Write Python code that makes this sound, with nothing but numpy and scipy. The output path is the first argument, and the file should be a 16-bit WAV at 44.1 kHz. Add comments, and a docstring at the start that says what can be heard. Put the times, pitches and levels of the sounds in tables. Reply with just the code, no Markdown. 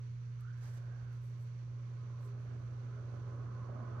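"""Crochet in a quiet room

Hands draw yarn through a small crochet piece, close to two microphones above a table.
Fibres snag in faint rustles and ticks, the sliding strand sings a hollow friction note,
and fingers brush the ball, rub and bump the hook. Under it lie mains hum and room hiss,
while a low rumble, probably a car outside, slowly comes nearer."""
import sys
import numpy as np
from scipy import signal
from scipy.fft import rfft, irfft
from scipy.io import wavfile

SR = 44100
rng = np.random.default_rng(int(sys.argv[2]) if len(sys.argv) > 2 else 0)


def to_wav(s):
    """Save 16-bit WAV."""
    ch = np.atleast_2d(s).T  # columns
    pcm = np.round(np.clip(ch, -1, 1) * 32767)  # PCM
    wavfile.write(sys.argv[1], SR, pcm.astype(np.int16))


N = 176400
T, HZ = np.arange(N) / SR, np.fft.rfftfreq(N, 1 / SR)

# diffuse sound at the microphones: (frequency [Hz], left-right correlation [-], clipped to +-1 in use)
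DIFFUSE_CORRELATION = [(100, 1), (250, 0.82), (400, 0.79), (600, 0.38), (850, -0.36), (1300, -0.069),
                       (3000, 0.26), (16000, -1.4)]
# bright fibre rustle, with an audio coder's treble cut above about 14 kHz:
# (frequency [Hz], density [dB/Hz])
RUSTLE_SPECTRUM = [(300, -145), (1500, -135), (4000, -123), (6500, -119), (8500, -114), (11000, -116),
                   (13000, -115), (13900, -116), (14700, -128), (16500, -135)]


def amp(db):
    """Decibels to gain."""
    return 10 ** (np.asarray(db) / 20)


def unit_rms(x):
    """Scales to rms 1."""
    return x / np.sqrt(np.mean(x ** 2) + 1e-20)


def curve(points):
    """Joins (Hz, value) points on a log-frequency axis."""
    hz, value = np.transpose(points)
    return np.interp(np.log(HZ + 1), np.log(hz + 1), value)


def colour(white, spectrum):
    """Gives unit white noise a spectrum in dB/Hz."""
    return irfft(rfft(white) * amp(curve(spectrum)), N) * np.sqrt(SR / 2)


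def band(white, hz, width_hz):
    """Gaussian band of noise, rms 1."""
    return unit_rms(irfft(rfft(white) * np.exp(-2 * ((HZ - hz) / width_hz) ** 2), N))


def noise_pair(correlation):
    """White noise at two microphones, partly alike."""
    left, other = rfft(rng.standard_normal((2, N)))
    c = np.clip(correlation, -1, 1)
    return irfft(np.array([left, c * left + np.sqrt(1 - c ** 2) * other]), N)


def diffuse(spectrum):
    """Coloured noise arriving from all sides."""
    return colour(noise_pair(curve(DIFFUSE_CORRELATION)), spectrum)


def pan(right_db):
    """Gains that put the right channel right_db above the left."""
    return amp(np.array([[-.5], [.5]]) * right_db)


def from_left(left, right, lead_ms=.255):
    """Sound reaches the left microphone first."""
    return np.array([left, irfft(rfft(right) * np.exp(-2j * np.pi * HZ * lead_ms / 1000), N)])


def waver(rate_hz, depth_db):
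    """Randomly drifting gain."""
    drift = irfft(rfft(rng.standard_normal(N)) * np.exp(-(HZ / rate_hz) ** 2) * (HZ > 0), N)
    return amp(depth_db * unit_rms(drift))


def swell(peak_s, rise_s, fall_s):
    """Gaussian rise and fall; times to 1/e."""
    return np.exp(-((T - peak_s) / np.where(T < peak_s, rise_s, fall_s)) ** 2)


def hum(hz=120, left_db=-44.6, right_db=-42.15, left_lag_ms=.05):
    """Steady tone at twice the mains frequency."""
    lag_s = np.array([[left_lag_ms / 1000], [0]])
    cycles = hz * (T - lag_s) + rng.random()
    return np.sqrt(2) * amp([[left_db], [right_db]]) * np.sin(2 * np.pi * cycles)


def room():
    """Low rumble and a slightly wavering hiss, brighter on the right."""
    # room rumble: (frequency [Hz], density [dB/Hz])
    rumble_spectrum = [(20, -99), (40, -94), (65, -79.5), (78, -89.5), (97, -73.5), (125, -84),
                       (160, -84.5), (210, -90.5), (300, -106), (500, -130), (2000, -170)]
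    # air hiss, left: (frequency [Hz], density [dB/Hz])
    left_spectrum = [(100, -105), (290, -100), (370, -96), (500, -105), (660, -112), (1050, -104),
                     (1550, -106), (1850, -114), (3000, -122), (6000, -127), (10000, -132), (13000, -138),
                     (16000, -145)]
    # air hiss, right: (frequency [Hz], density [dB/Hz])
    right_spectrum = [(100, -102), (290, -96), (400, -92), (560, -99), (720, -109), (1050, -99),
                      (1280, -103), (1550, -99), (1800, -103), (2200, -102), (2700, -106), (3800, -109),
                      (4500, -107), (5150, -114), (5900, -105.5), (6350, -108.5), (7000, -117),
                      (9000, -129), (13000, -138), (16000, -145)]
    left, right = from_left(*noise_pair(correlation=.31), lead_ms=.41) * waver(rate_hz=12, depth_db=.55)
    hiss = np.array([colour(left, left_spectrum), colour(right, right_spectrum)])
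    return hiss + diffuse(rumble_spectrum) * pan(right_db=-2.5)


def car():
    """Road roar, tyre noise and tread note, dulled by walls, grow as the car nears and ring the room."""
    # approach: (time [s], roar gain [dB], tyre gain [dB], tread level [dB])
    approach = [(0, -30.5, -19, -91), (1.202, -15.5, -16, -81), (1.601, -13, -20, -82.5),
                (1.85, -12.5, -14, -80), (2.25, -7.5, -8, -73.5), (2.7, -6, -8.5, -85.5),
                (3.1, -4.5, -5.5, -77), (3.35, -3, -4, -71), (3.65, -2.5, -2.5, -66),
                (3.75, -4, -2.5, -65.5), (4, 0.5, 1.5, -69.5)]
    # road roar: (frequency [Hz], density [dB/Hz])
    roar_spectrum = [(25, -105), (55, -82.5), (100, -68.5), (150, -80), (240, -81), (320, -88),
                     (450, -84.5), (620, -92), (850, -90.5), (1200, -101), (2200, -120), (6000, -160)]
    # tyre noise: (frequency [Hz], density [dB/Hz])
    tyre_spectrum = [(200, -125), (500, -110), (900, -101), (1040, -92.5), (1300, -89), (1520, -93),
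                     (1850, -104), (2500, -117), (4000, -126), (8000, -145), (16000, -165)]
    # room resonances: (frequency [Hz], width [Hz], lift [dB])
    room_modes = [(348.4, 14, 10), (411, 22, 4), (526, 19, 6), (574, 25, 11), (640, 30, 3.5),
                  (720, 8.7, -2), (1023, 33, 7), (1102, 24, 3.5), (1259, 27, 6), (1484, 24, 6.5)]
    times_s, *levels_db = np.transpose(approach)
    roar_gain, tyre_gain, tread_gain = (amp(np.interp(T, times_s, db)) for db in levels_db)
    roar = diffuse(roar_spectrum) * roar_gain * waver(rate_hz=19, depth_db=1.13)
    tyres = colour(noise_pair(correlation=.43), tyre_spectrum) * tyre_gain
    tread = band(noise_pair(correlation=.88), hz=1097, width_hz=200) * tread_gain
    outside = (roar + tyres + tread) * pan(right_db=5)
    lift_db = sum(db / (1 + (2 * (HZ - hz) / width_hz) ** 2) for hz, width_hz, db in room_modes)
    return irfft(rfft(outside) * amp(lift_db), N)


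def yarn(snags_per_s=4500, snag_spread_db=1.5, fidget_db=-27):
    """Strokes drag fibres over each other: a stream of tiny snags, fuller under pressure."""
    # yarn strokes: (peak time [s], rise [s], fall [s], level [dB], body relative to level [dB])
    strokes = [(.409, 0.013, 0.018, -7, -2), (.578, .015, .02, -9, -1), (.632, 0.025, 0.045, -5.5, 8),
               (.682, 0.061, 0.035, 1, 4), (.745, 0.033, 0.054, -3.5, 4), (.777, 0.0098, 0.011, -3.5, 7),
               (.85, 0.074, 0.041, -13.5, -9), (1.035, 0.05, 0.055, -16, -10.5),
               (1.155, 0.047, 0.035, -10, -18), (1.258, 0.045, 0.047, -3, -12),
               (1.315, .015, 0.027, -11, -12), (1.42, 0.054, 0.055, -5.5, -21.5),
               (2.255, 0.052, 0.041, -1.5, -6), (2.43, .07, 0.04, -13.5, -12),
               (2.63, 0.077, 0.13, -18, -13), (3.155, 0.034, 0.027, -15, -12.5),
               (3.36, 0.025, .025, -17.5, -15.5), (3.63, 0.013, 0.014, -17, 4)]
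    # body added by pressure: (frequency [Hz], density [dB/Hz])
    body_spectrum = [(150, -115), (400, -101), (900, -101), (1700, -104), (2600, -113), (4500, -113),
                     (6200, -109), (8000, -118), (12000, -135), (16000, -150)]
    slip_power = amp(fidget_db) ** 2  # the yarn never lies quite still
    press_power = 0
    for peak_s, rise_s, fall_s, db, body_db in strokes:
        stroke = amp(db) * swell(peak_s, rise_s, fall_s)
        slip_power += stroke ** 2
        press_power += (stroke * amp(body_db)) ** 2
    snags = (rng.random(N) < snags_per_s / SR) * rng.choice([-1, 1], N)
    snags = snags * amp(snag_spread_db * np.minimum(rng.exponential(1, N), 4))
    clumps = waver(rate_hz=60, depth_db=2)
    rustle = colour(unit_rms(snags), RUSTLE_SPECTRUM) * np.sqrt(slip_power) * clumps
    body = diffuse(body_spectrum) * np.sqrt(press_power)
    return from_left(rustle, rustle) + body * pan(right_db=5.5)


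def resonate(x, hz, width_hz):
    """Unity-gain resonance that follows the curve hz."""
    carrier = np.exp(2j * np.pi * np.cumsum(hz) / SR)
    pole = np.exp(-np.pi * width_hz / SR)
    return 2 * (carrier * signal.lfilter([1 - pole], [1, -pole], x / carrier)).real


def strand(width_hz=270):
    """Friction sings in one narrow band, rising as the strand speeds up and falling as it slows."""
    # slides under the fingers: (peak time [s], rise [s], fall [s], level [dB], pitch [Hz], glide [Hz/s])
    slides = [(.475, 0.08, 0.11, -67, 1394, 1299), (.66, 0.16, 0.11, -73, 1550, -1.5),
              (.95, 0.18, 0.061, -71.5, 1545, -1), (1.09, 0.067, 0.11, -71, 1435, -1100),
              (2.5, 0.067, .08, -72.5, 1540, -7.5), (2.95, 0.061, 0.11, -71, 1386, -400)]
    powers = np.array([(amp(db) * swell(*timing)) ** 2 for *timing, db, _, _ in slides]) + 1e-20
    pitches_hz = np.array([hz + glide * (T - peak_s) for peak_s, *_, hz, glide in slides])
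    centre_hz = np.average(pitches_hz, axis=0, weights=powers)
    friction = noise_pair(correlation=.5)
    note = resonate(resonate(friction, centre_hz, width_hz), centre_hz, width_hz)
    return unit_rms(note) * np.sqrt(powers.sum(0)) * pan(right_db=10.5)


def fibre_snaps(decay_s=.0026):
    """Caught fibres let go with short bright ticks."""
    # single fibres snapping free: (time [s], level [dB])
    snaps = [(.409, 7), (.613, -3), (.624, 0), (.779, 2), (1.129, 0), (1.279, -8)]
    bursts = sum(amp(db) * (T >= at_s) * np.exp(-abs(T - at_s) / decay_s) for at_s, db in snaps)
    ticks = colour(rng.standard_normal(N) * bursts, RUSTLE_SPECTRUM)
    return from_left(ticks, ticks)


def hand_brush():
    """Skin sweeps once over the ball of yarn."""
    # skin on yarn: (frequency [Hz], density [dB/Hz])
    brush_spectrum = [(30, -100), (70, -79.5), (160, -100.5), (300, -98.5), (550, -94.5), (900, -100),
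                      (1600, -100), (2000, -113), (4000, -128), (9000, -150)]
    envelope = swell(peak_s=.91, rise_s=.2, fall_s=.2) * waver(rate_hz=31, depth_db=1)
    return diffuse(brush_spectrum) * envelope * pan(right_db=7)


def drone(level_db=-68):
    """A faint narrow note in the rumble swells and fades."""
    note = band(noise_pair(curve(DIFFUSE_CORRELATION)), hz=403, width_hz=18)
    return note * amp(level_db) * swell(peak_s=2.5, rise_s=.6, fall_s=.68) * pan(right_db=5)


def finger_rubs():
    """Fingers rub dully on hook and stitches."""
    # rubs: (peak time [s], rise [s], fall [s], level [dB])
    rubs = [(3.699, 0.0078, 0.0072, 0.5), (3.743, 0.036, 0.033, -3), (3.826, 0.07, 0.029, -3.5),
            (3.915, 0.097, 0.029, -5.5), (3.987, 0.013, 0.036, -4)]
    # rubbing noise: (frequency [Hz], density [dB/Hz])
    rub_spectrum = [(60, -110), (150, -80), (250, -75), (420, -96.5), (620, -75.5), (900, -89.5),
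                    (1500, -95.5), (3000, -122), (7000, -160)]
    effort = np.sqrt(sum((amp(db) * swell(*timing)) ** 2 for *timing, db in rubs))
    return diffuse(rub_spectrum) * effort * waver(rate_hz=20, depth_db=1) * pan(right_db=4)


def hook_knocks(rise_s=.0011):
    """The hook bumps the fingers; the hand damps its ring at once."""
    # bumps: (time [s], level [dB])
    knocks = [(3.689, -47.5), (3.825, -55), (3.992, -60)]
    # dull ring of the hook: (frequency [Hz], level [dB], t60 [s])
    hook_modes = [(250, -10, 0.02), (520, 3, 0.04), (650, -1.5, 0.024), (1040, -5, 0.0307)]
    t = np.arange(SR // 8) / SR
    ring = sum(amp(db - 60 * t / t60_s) * np.sin(2 * np.pi * hz * t) for hz, db, t60_s in hook_modes)
    ring *= 1 - np.exp(-t / rise_s)
    bumps = sum(amp(db) * np.interp(T - at_s, t, ring, left=0, right=0) for at_s, db in knocks)
    return bumps * pan(right_db=6)


def scene():
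    """All sources at the two microphones."""
    background = hum() + room() + car() + drone()
    return background + yarn() + strand() + fibre_snaps() + hand_brush() + finger_rubs() + hook_knocks()


def record(dry):
    """Band limit at 16 kHz."""
    taps = signal.firwin(511, 16000, window=("kaiser", 9), fs=SR)
    return signal.oaconvolve(dry, taps[None], "same")


dry = scene()
out = record(dry)
to_wav(out)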